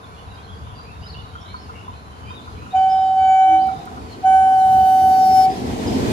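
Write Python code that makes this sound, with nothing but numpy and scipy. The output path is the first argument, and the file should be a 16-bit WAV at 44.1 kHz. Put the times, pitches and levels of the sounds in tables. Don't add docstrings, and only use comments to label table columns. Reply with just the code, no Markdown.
import sys
import numpy as np
from scipy import signal
from scipy.fft import rfft, irfft, next_fast_len
from scipy.io import wavfile
from scipy.ndimage import uniform_filter1d, map_coordinates

SR = 44100
rng = np.random.default_rng(int(sys.argv[2]) if len(sys.argv) > 2 else 0)


def transcribe(signal):
    frames = np.atleast_2d(signal).T
    limited = np.clip(frames, -1, 1)
    pcm = np.round(limited * 32767).astype(np.int16)
    wavfile.write(sys.argv[1], SR, pcm)


N = 269892
TIME = np.arange(N) / SR

# time in seconds, fundamental level in dB, left minus right in dB.
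HORN_BLASTS = [
    [(2.74, -21, -2), (2.751, -13.5, 0), (2.762, -13, -2.5), (3.15, -16.5, -3), (3.188, -13.5, -1.5),
     (3.294, -11.5, -1.5), (3.544, -11, -1.2), (3.68, -18.5, -6.5), (3.74, -28, -6)],
    [(4.236, -27.5, 0), (4.248, -14, -1.8), (4.26, -11.5, -2.5), (4.33, -10.5, -3.5), (4.562, -12.5, 0),
     (4.84, -11.5, -2.9), (5.334, -12, 0), (5.378, -10, 3.5), (5.472, -12.5, 0.5), (5.514, -22.5, 1)],
]
# partial number, level in dB far off, midway, nearer and close,
# extra dB lost per dB of softer blow.
HORN_OVERTONES = [(2, -24, -21, -27, -32.5, 1.5), (3, -27.5, -38, -47.5, -45, 4),
                  (4, -29.5, -34, -35.5, -40.5, 0.3), (5, -48, -56, -45.5, -45, -0.8),
                  (6, -50.5, -67, -41.5, -34.5, 0.2), (7, -54.5, -54.5, -48.5, -29, -0.7),
                  (8, -47.5, -51.5, -40.5, -41.5, 1), (9, -44, -42, -48.5, -42.5, 1.5),
                  (10, -51, -53, -54, -46, 0), (11, -62, -51, -46.5, -42.5, 0.4),
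                  (12, -60, -47, -64, -52, 1), (13, -54, -42.5, -42.5, -35.5, 2),
                  (14, -65, -53, -53, -58.5, 2.5), (15, -62, -60, -59.5, -57.5, 1.5),
                  (16, -56, -56, -49, -41.5, 0.5), (17, -71.5, -56, -44.5, -41.5, -0.6),
                  (18, -64, -62, -44.5, -46, -2.3), (19, -64.5, -59, -53, -49.5, 1.5),
                  (20, -79.5, -65.5, -61, -58, -0.5)]
# extra left minus right in dB, left lead in radians.
HORN_AT_PORTS = [(0.5, 0.2646), (6, 2.02), (7.5, 1.1), (4.5, 1.3)]
# time in seconds, pitch in Hz.
HORN_PITCH = [(2.7, 761.1), (4.48, 761.5), (4.68, 758.6), (5.5, 757.1)]
# level in dB at 10 m, steepness with distance (1 = 1 / distance).
TRAIN_LAYERS = [(-28, 1.8), (-23, 1.196), (-37, 1.155)]
# time in seconds, far ground rumble in dB, rolling in dB.
TRACK_LEVELS = [(0, 2.2, 2.5), (.27, -1.5, 1), (.97, 1.5, 0), (1.38, -0.8, -1.5), (1.55, 2, 0.6),
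                (1.79, 2, 3.5), (1.98, -0.2, -4.5), (2.22, 0.5, 0.5), (2.66, 0.5, 3), (2.9, 1, -1.5),
                (3.24, -4, -1.5), (3.46, -6, -8), (3.68, 0, 1.5), (4.02, 1.5, 3), (4.3, -1.2, 0),
                (4.84, 2, 0), (5.28, 0, 0), (5.6, -5, 1.07)]
# frequency in Hz, density in dB per Hz.
RUMBLE_SPECTRUM = [(15, -63.5), (25, -30), (41, -13), (75, 4), (167, -9.5), (188, -7), (227, -15),
                   (260, -25.5), (340, -48), (570, -120)]
ROLLING_SPECTRUM = [(71, -37.5), (120, -2.5), (139, -12.5), (210, -1.5), (254, -2), (304, -6), (459, -7),
                    (527, -17.5), (624, -15.5), (813, -19), (993, -22), (1270, -61), (1500, -32.5),
                    (1950, -61.5), (3300, -120)]
HISS_SPECTRUM = [(590, -24.5), (1000, -2.5), (1270, -12), (1950, -6), (2680, -8.5), (3010, -7),
                 (5220, -11.5), (7200, -14.5), (9590, -22), (10500, -21.5), (14200, -28.5), (15500, -35.5)]
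FIELD_SPECTRUM = [(150, -29), (250, 3), (358, -11), (448, 5), (513, -4.5), (748, -1.5), (873, -4),
                  (1020, -5.5), (1820, -12.5), (2610, -15.5), (7300, -26.5), (8670, -43), (10800, -34),
                  (12200, -46.5), (15000, -44.5)]
# frequency in Hz, likeness 0-1, left lead in radians.
PORT_LIKENESS = [(80, 0.93, -.5), (120, 0.92, 0.96), (250, 1, -0.7), (360, 0.4, 0.56), (500, 0.7, 1.5),
                 (880, 0.1, 1.2), (1270, 1, 3.5), (1400, 0.96, 4.5), (2000, 0.04, 4), (3500, 0, 3),
                 (15000, 0, 5.5)]
# frequency in Hz, left minus right in dB.
PORT_TILT = [(60, -0.5), (110, 5.5), (200, -2), (380, 0.5), (700, -1), (1290, -1.0), (2380, 0),
             (4400, -1.5), (8120, 3.5), (15000, 8.5)]
# start in seconds, level in dB before the onset rounds it, tone in Hz.
LOW_THUMPS = [(3.765, -30.5, 150), (5.633, -16, 251), (5.729, -15.5, 244), (5.799, -16, 246),
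              (5.859, -15, 283), (5.936, -14, 261.6), (6.036, -20, 257), (6.084, -17, 226.5)]
# start in seconds, level in dB, lean in dB (upper mode up and lower mode down).
RAIL_JOINTS = [(0.79, -37, 4.5), (1.0615, -42, 10.5), (1.353, -28, 5.5), (1.5412, -24, -1.5),
               (1.6932, -26.5, -1), (1.8796, -34, -12.5), (2.3048, -30, -5.5), (2.4752, -29.5, 1),
               (2.6204, -32, 0.5), (2.662, -31, 3), (3.686, -25, 4.5), (3.7718, -35, 4), (3.873, -28, 2),
               (3.9708, -27.5, -1)]
# frequency in Hz, level in dB, time to fall 60 dB in seconds.
RAIL_MODES = [(1378, -1.8, 0.062), (1270, -2, 0.057), (1013, -1, 0.081)]
# start in seconds, level in dB before filtering.
TREBLE_TICKS = [(3.6694, -46.5), (3.8546, -42)]
# start in seconds, end in seconds.
WHINE_SPELLS = [(.3, .63), (1.4, 1.68)]
# start in seconds, length in seconds, first, last and added arch pitch in Hz,
# level in dB before shake and echoes, left minus right in dB.
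BIRD_NOTES = [ (.016, 0.042, 3680, 3570, 2, -53, -2), (.141, .113, 3450, 3400, 3, -58, 0),
              (.16, 0.063, 2860, 2950, -2, -55, -9), (.261, .124, 3870, 3820, 0, -53, -5),
              (.268, 0.095, 2700, 2860, 3, -55, 0), (.33, 0.036, 4880, 4900, 0, -56, -6),
              (.42, 0.045, 4290, 4120, -4, -52, -3), (.472, 0.082, 3080, 3186, 285, -47.5, -3),
              (.62, 0.16, 3550, 3550, -1, -56.5, 3), (.746, 0.12, 4660, 4760, 2, -52, 0),
              (.83, 0.14, 2310, 2730, 80, -53.5, -5), (.05, 0.13, 2380, 2430, -0.5, -58, -2),
              (.36, .08, 2400, 2620, -2, -58, -6), (.36, 0.07, 3130, 3440, -1, -54, -2),
              (1.005, 0.1, 4600, 5050, 196, -49, -7), (1.018, 0.041, 2817, 3130, -4, -45, -3),
              (1.045, 0.11, 3150, 3290, 1253, -47.5, -2), (1.072, 0.07, 4350, 4640, -2, -49, 6),
              (1.14, 0.045, 2920, 2820, 0, -44, -4), (1.17, 0.04, 3350, 3360, 150, -50, 7),
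              (1.32, 0.19, 3070, 3780, 2, -52.5, -5), (1.42, .13, 3260, 3450, 0, -61, 0),
              (1.47, 0.096, 3630, 3920, -2, -58, 0), (1.4, 0.16, 3160, 3030, 1, -56, -2),
              (1.4, 0.039, 5480, 5340, -2, -54, -6), (1.428, 0.19, 3620, 4440, 197, -50, -2),
              (1.464, .08, 2145, 2400, 4, -53.5, -2), (1.558, .116, 4260, 4100, 1192, -53.5, -3),
              (1.719, .075, 2160, 2310, 3, -53, 3), (1.75, 0.08, 2840, 2805, 1, -46.5, 5),
              (1.93, 0.046, 2550, 2500, 2, -55.5, -8), (2.2, 0.14, 3050, 3180, 3, -53, -6),
              (2.252, 0.066, 2400, 2540, 0.5, -47, 1), (2.3, .05, 3640, 3750, 0, -50, 4),
              (2.348, .052, 3860, 3460, 0, -42, 3), (2.4, .074, 3930, 4220, -1, -57, -3),
              (2.56, 0.12, 2355, 2780, -1.5, -55, -11), (2.704, 0.038, 3760, 3660, -2, -46.5, 6.5),
              (2.719, 0.075, 2390, 2600, -3, -47.5, -5.5), (2.748, 0.11, 5080, 4240, 5.5, -54.5, -2.5),
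              (2.889, 0.054, 4850, 5030, 152.5, -43.5, -0.5), (3.59, 0.061, 3920, 5400, 3, -49.5, -2),
              (3.72, 0.12, 3730, 3700, -0.5, -51.5, 0), (4.083, 0.079, 4310, 3680, 299.5, -49, 0.5),
              (4.542, .038, 5000, 4150, -1, -54.5, -2), (4.586, 0.046, 4540, 3760, -2, -51, -2.5),
              (4.65, .028, 4470, 3930, -1, -56, 11), (4.707, .033, 4400, 3870, -14, -54, -2),
              (4.77, 0.027, 4300, 3900, -0.5, -53.5, -7), (5.49, .039, 5000, 4920, -3, -44, 2),
              (5.87, 0.016, 5200, 4970, 2, -36, 3)]
# frequency in Hz, width in Hz, relative level in dB.
SINGING_BANDS = [(746, 130, -1.5), (1006, 160, 2.5), (1446, 190, -6)]
# frequency in Hz, width in Hz, relative level in dB.
INSECT_BANDS = [(10440, 400, -3.5), (11030, 400, 1.5)]

SPEAKS_DB_PER_S, CUTS_DB_PER_S = 1500, 450
SCOOP_HZ, SCOOP_S = 9, .02
FULL_DB = -11
FLARE_DB, FLARE_S = -46, 0.032
FAR_S, MIDWAY_S, NEARER_S, CLOSE_S = 3.8, 4.4, 4.9, 5.3
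SPEED_M_S, ARRIVES_S, ASIDE_M = 27.6, 6.213, 9.5
GROUND_DB = -40
HISS_SHARE = 1
DRAUGHT_DB, DRAUGHT_STEEP = -33.5, 2.3
HOOT_S, HOOT_HZ, HOOT_DB = 3.534, 323, -29.5
HOOT_RISE_DB_PER_S, HOOT_FALL_DB_PER_S, HOOT_SPAN_S = 205, 132, 0.15
FIELDS_DB, SINGING_DB, FIZZ_DB = -48, -52.5, -69.0
TOP_HZ = 15700
SIDE = np.array([[.5], [-.5]])


def horn():
    held_db, pan_db = curves(sum(HORN_BLASTS, []))
    spans = [(rows[0][0], rows[-1][0]) for rows in HORN_BLASTS]
    edges_db = [np.minimum(SPEAKS_DB_PER_S * (TIME - start), CUTS_DB_PER_S * (end - TIME))
                for start, end in spans]
    note_db = np.maximum(held_db + np.minimum(np.max(edges_db, axis=0), 0), -120)

    scoop_hz = sum(SCOOP_HZ * np.exp(-np.abs(TIME - start) / SCOOP_S) for start, _ in spans)
    pitch_hz = curves(HORN_PITCH)[0] - scoop_hz + 0.44 * wobble(30)
    phase = 2 * np.pi * np.cumsum(pitch_hz) / SR

    overtone_gate = sum(gate(start, end - .04, ramp=.02) for start, end in spans)
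    levels = [amp(note_db)]
    for _, *place_dbs, soft in HORN_OVERTONES:
        place_db = np.interp(TIME, [FAR_S, MIDWAY_S, NEARER_S, CLOSE_S], place_dbs)
        levels.append(overtone_gate * amp(note_db + place_db + soft * (held_db - FULL_DB)))
    flare = sum(amp(FLARE_DB) * np.exp(-((TIME - end + 0.047) / FLARE_S) ** 2) for _, end in spans)
    levels[2] = levels[2] + flare

    out = np.zeros((2, N))
    for k, (level, (extra_db, lead)) in enumerate(zip(levels, HORN_AT_PORTS), start=1):
        flutter_db = .5 * k * (wobble(40) + .6 * np.array([wobble(125), wobble(125)]))
        drift = .1 * k * wobble(4)
        tone = np.sqrt(2) * np.sin(k * phase + SIDE * (lead + drift))
        out += level * amp(flutter_db + SIDE * (pan_db + extra_db)) * tone
    for k, level in list(enumerate(levels, start=1))[len(HORN_AT_PORTS):]:
        fading_db = 1.8 * wobble(11) + 2.2 * np.array([wobble(30), wobble(30)])
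        lead = 1.4 + .9 * wobble(4)
        tone = np.sqrt(2) * np.sin(k * phase + SIDE * lead + .4 * wobble(40))
        out += level * amp(fading_db + SIDE * 6.4) * tone

    dying = amp(-60 * TIME[:SR] / 1.8)
    lingering = signal.fftconvolve(levels[0], dying / dying.sum())[:N]
    rough_tone = np.array([wobble(135), wobble(135)]) * np.sin(phase * .985)
    return out + amp(-16) * lingering * rough_tone


def train():
    ground_db, wheels_db = curves(TRACK_LEVELS)
    near, rolls, hisses = [amp(db + steep * nearness_db()) for db, steep in TRAIN_LAYERS]
    rumbles = np.hypot(near, amp(GROUND_DB + ground_db))
    throb = wobble(14)
    rumble = rush(lambda hz: amp(along(RUMBLE_SPECTRUM, hz)), patchy_db=1.5)
    rolling = rush(lambda hz: amp(along(ROLLING_SPECTRUM, hz)), patchy_db=.8)
    hiss = rush(lambda hz: amp(along(HISS_SPECTRUM, hz)), patchy_db=1.3)
    rumble_level = rumbles * amp(2.1 * throb)
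    rolling_level = rolls * amp(wheels_db + 0.67 * throb + 1.1 * wobble(30))
    hiss_level = hisses * amp(HISS_SHARE * wheels_db + 0.89 * wobble(25))
    return rumble_level * rumble + rolling_level * rolling + hiss_level * hiss


def nearness_db():
    distance_m = np.hypot(SPEED_M_S * (ARRIVES_S - TIME), ASIDE_M)
    return -20 * np.log10(distance_m / 10)


def draught():
    gusts = filtered(rng.standard_normal((2, N)), lambda f: resonance(f, 79, 70) ** 2)
    return amp(DRAUGHT_DB + DRAUGHT_STEEP * nearness_db()) * unit(gusts)


def thumps():
    out, t = np.zeros(N + SR), TIME[:SR // 8]
    for s, db, hz in LOW_THUMPS:
        first = round(s * SR)
        swell_and_fall = amp(db - 60 * t / 0.18) * (1 - np.exp(-t / 0.0078))
        out[first:first + len(t)] += swell_and_fall * np.sin(2 * np.pi * hz * t)
    return out[:N] * amp([[-.8], [.8]])


def joints():
    out, t = np.zeros((2, N + SR)), TIME[:SR // 10]
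    port_phase = np.array([[1.2], [-1.2]])
    for s, db, lean_db in RAIL_JOINTS:
        ring = 0
        for way, (hz, mode_db, t60) in zip((1, 0, -1), RAIL_MODES):
            level = amp(db + mode_db + way * lean_db - 60 * t / t60)
            ring = ring + level * np.sin(2 * np.pi * hz * t + port_phase)
        first = round(s * SR)
        out[:, first:first + len(t)] += ring * (1 - np.exp(-t / 0.0019))
    return outdoors(out[:, :N], t60=.25, wet_db=-12)


def ticks():
    out, t = np.zeros((2, N)), TIME[:SR // 20]
    for s, db in TREBLE_TICKS:
        first = round(s * SR)
        out[:, first:first + len(t)] += amp(db - 60 * t / .045) * rng.standard_normal((2, len(t)))
    return filtered(out, lambda f: resonance(f, 7500, 9000))


def whine():
    on = sum(gate(start, end, ramp=0.044) for start, end in WHINE_SPELLS)
    tone = np.sin(2 * np.pi * 1555 * TIME + np.array([[.8], [-.8]]))
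    return amp(-53 + 1.2 * wobble(24.6)) * on * tone


def birds(count=110):
    draw = rng.random((count, 6))
    start = draw[:, 0] * (N / SR - .2)
    length = .04 + 0.12 * draw[:, 1]
    first_hz = 2300 + 2600 * draw[:, 2]
    last_hz = first_hz + 900 * (draw[:, 3] - .5)
    level_db, pan_db = -65 + 6 * draw[:, 4], 8 * (draw[:, 5] - .5)
    chorus = np.transpose([start, length, first_hz, last_hz, np.zeros(count), level_db, pan_db])
    near = whistles(BIRD_NOTES, shake_hz=70)
    far = whistles(chorus, shake_hz=90)
    return outdoors(near, t60=.55, wet_db=0) + outdoors(far, t60=.7, wet_db=3)


def whistles(notes, shake_hz):
    out = np.zeros((2, N + SR))
    shake, tremble = wobble(160), wobble(70) + wobble(450)
    for start, length, first_hz, last_hz, arch_hz, db, pan_db in notes:
        at = slice(round(start * SR), round((start + length) * SR))
        u = np.linspace(0, 1, at.stop - at.start)
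        glide_hz = first_hz + (last_hz - first_hz) * u + arch_hz * np.sin(np.pi * u)
        hz = glide_hz + shake_hz * shake[at]
        phase = 2 * np.pi * np.cumsum(hz) / SR + rng.uniform(0, 1.6, (2, 1))
        level = amp(db + 2.5 * tremble[at] + SIDE * pan_db)
        out[:, at] += level * np.abs(np.sin(np.pi * u)) ** .5 * np.sin(phase)
    return out[:, :N]


def dove():
    swell_db = np.minimum(HOOT_RISE_DB_PER_S * (TIME - HOOT_S), HOOT_FALL_DB_PER_S * (HOOT_S - TIME))
    tone = np.sqrt(2) * amp(HOOT_DB + swell_db) * np.sin(2 * np.pi * HOOT_HZ * TIME)
    on = gate(HOOT_S - HOOT_SPAN_S, HOOT_S + HOOT_SPAN_S, ramp=0.018)
    return tone * on * amp([[-.7], [.7]])


def fields():
    def bands(table):
        return lambda f: sum(amp(db) * np.abs(resonance(f, hz, width)) ** 2 for hz, width, db in table)

    murmur = rush(lambda hz: amp(along(FIELD_SPECTRUM, hz)), patchy_db=.8)
    singing = rush(bands(SINGING_BANDS), patchy_db=-2)
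    fizz = rush(bands(INSECT_BANDS), patchy_db=.3)
    return amp(FIELDS_DB) * murmur + amp(SINGING_DB) * singing + amp(FIZZ_DB) * fizz


def outdoors(x, t60, wet_db):
    t = np.arange(SR // 2) / SR
    tail = rng.standard_normal((2, len(t))) * amp(-60 * t / t60)
    return x + amp(wet_db) * signal.fftconvolve(x, tail / np.linalg.norm(tail[0]), axes=1)[:, :N]


def rush(gain, patchy_db):
    z = signal.stft(rng.standard_normal((2, N)), nperseg=512)[2]
    over_hz = uniform_filter1d(rng.standard_normal(z.shape[1:]), size=6, axis=0)
    patches = uniform_filter1d(over_hz, size=14, axis=1)
    pair = signal.istft(z * amp(patchy_db * unit(patches)), nperseg=512)[1][:, :N]
    points, likeness, lead = np.transpose(PORT_LIKENESS)

    def alike(hz):
        return np.clip(np.interp(hz, points, likeness), 0, .99)

    def ahead(hz):
        return np.interp(hz, points, lead)

    def middle(hz):
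        return np.sqrt((1 + alike(hz) * np.cos(ahead(hz))) / 2)

    def split(hz):
        return gain(hz) / middle(hz) * np.sqrt([1 + alike(hz), 1 - alike(hz)])

    def lean(hz):
        tilt = amp(np.outer([.5, -.5], along(PORT_TILT, hz)))
        return tilt * np.exp(1j * np.outer([.5, -.5], ahead(hz)))

    shared, own = filtered(pair, split)
    both = filtered(np.array([shared + own, shared - own]), lean)
    return both / np.std(both.mean(axis=0))


def amp(db):
    return 10 ** (np.asarray(db) / 20)


def unit(x):
    return x / np.sqrt(np.mean(x ** 2) + 1e-20)


def along(points, hz):
    f, v = np.transpose(points)
    return np.interp(np.log(hz + 1), np.log(f + 1), v)


def curves(rows):
    s, *cols = np.transpose(rows)
    return [np.interp(TIME, s, c) for c in cols]


def gate(start, end, ramp):
    return np.clip(np.minimum(TIME - start, end - TIME) / ramp, 0, 1)


def wobble(rate):
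    return map_coordinates(rng.standard_normal(int(N * rate / SR) + 4), [TIME * rate])


def filtered(x, response):
    m = next_fast_len(N + SR // 2)
    return irfft(rfft(x, m) * response(np.fft.rfftfreq(m, 1 / SR)), m)[..., :N]


def resonance(f, hz, width_hz):
    return 1j * f * width_hz / (hz * hz - f * f + 1j * f * width_hz)


def scene():
    passing = horn() + train() + draught() + thumps() + joints() + ticks() + whine()
    return passing + birds() + dove() + fields()


def record(dry):
    return filtered(dry, lambda hz: hz < TOP_HZ)


dry = scene()
out = record(dry)
transcribe(out)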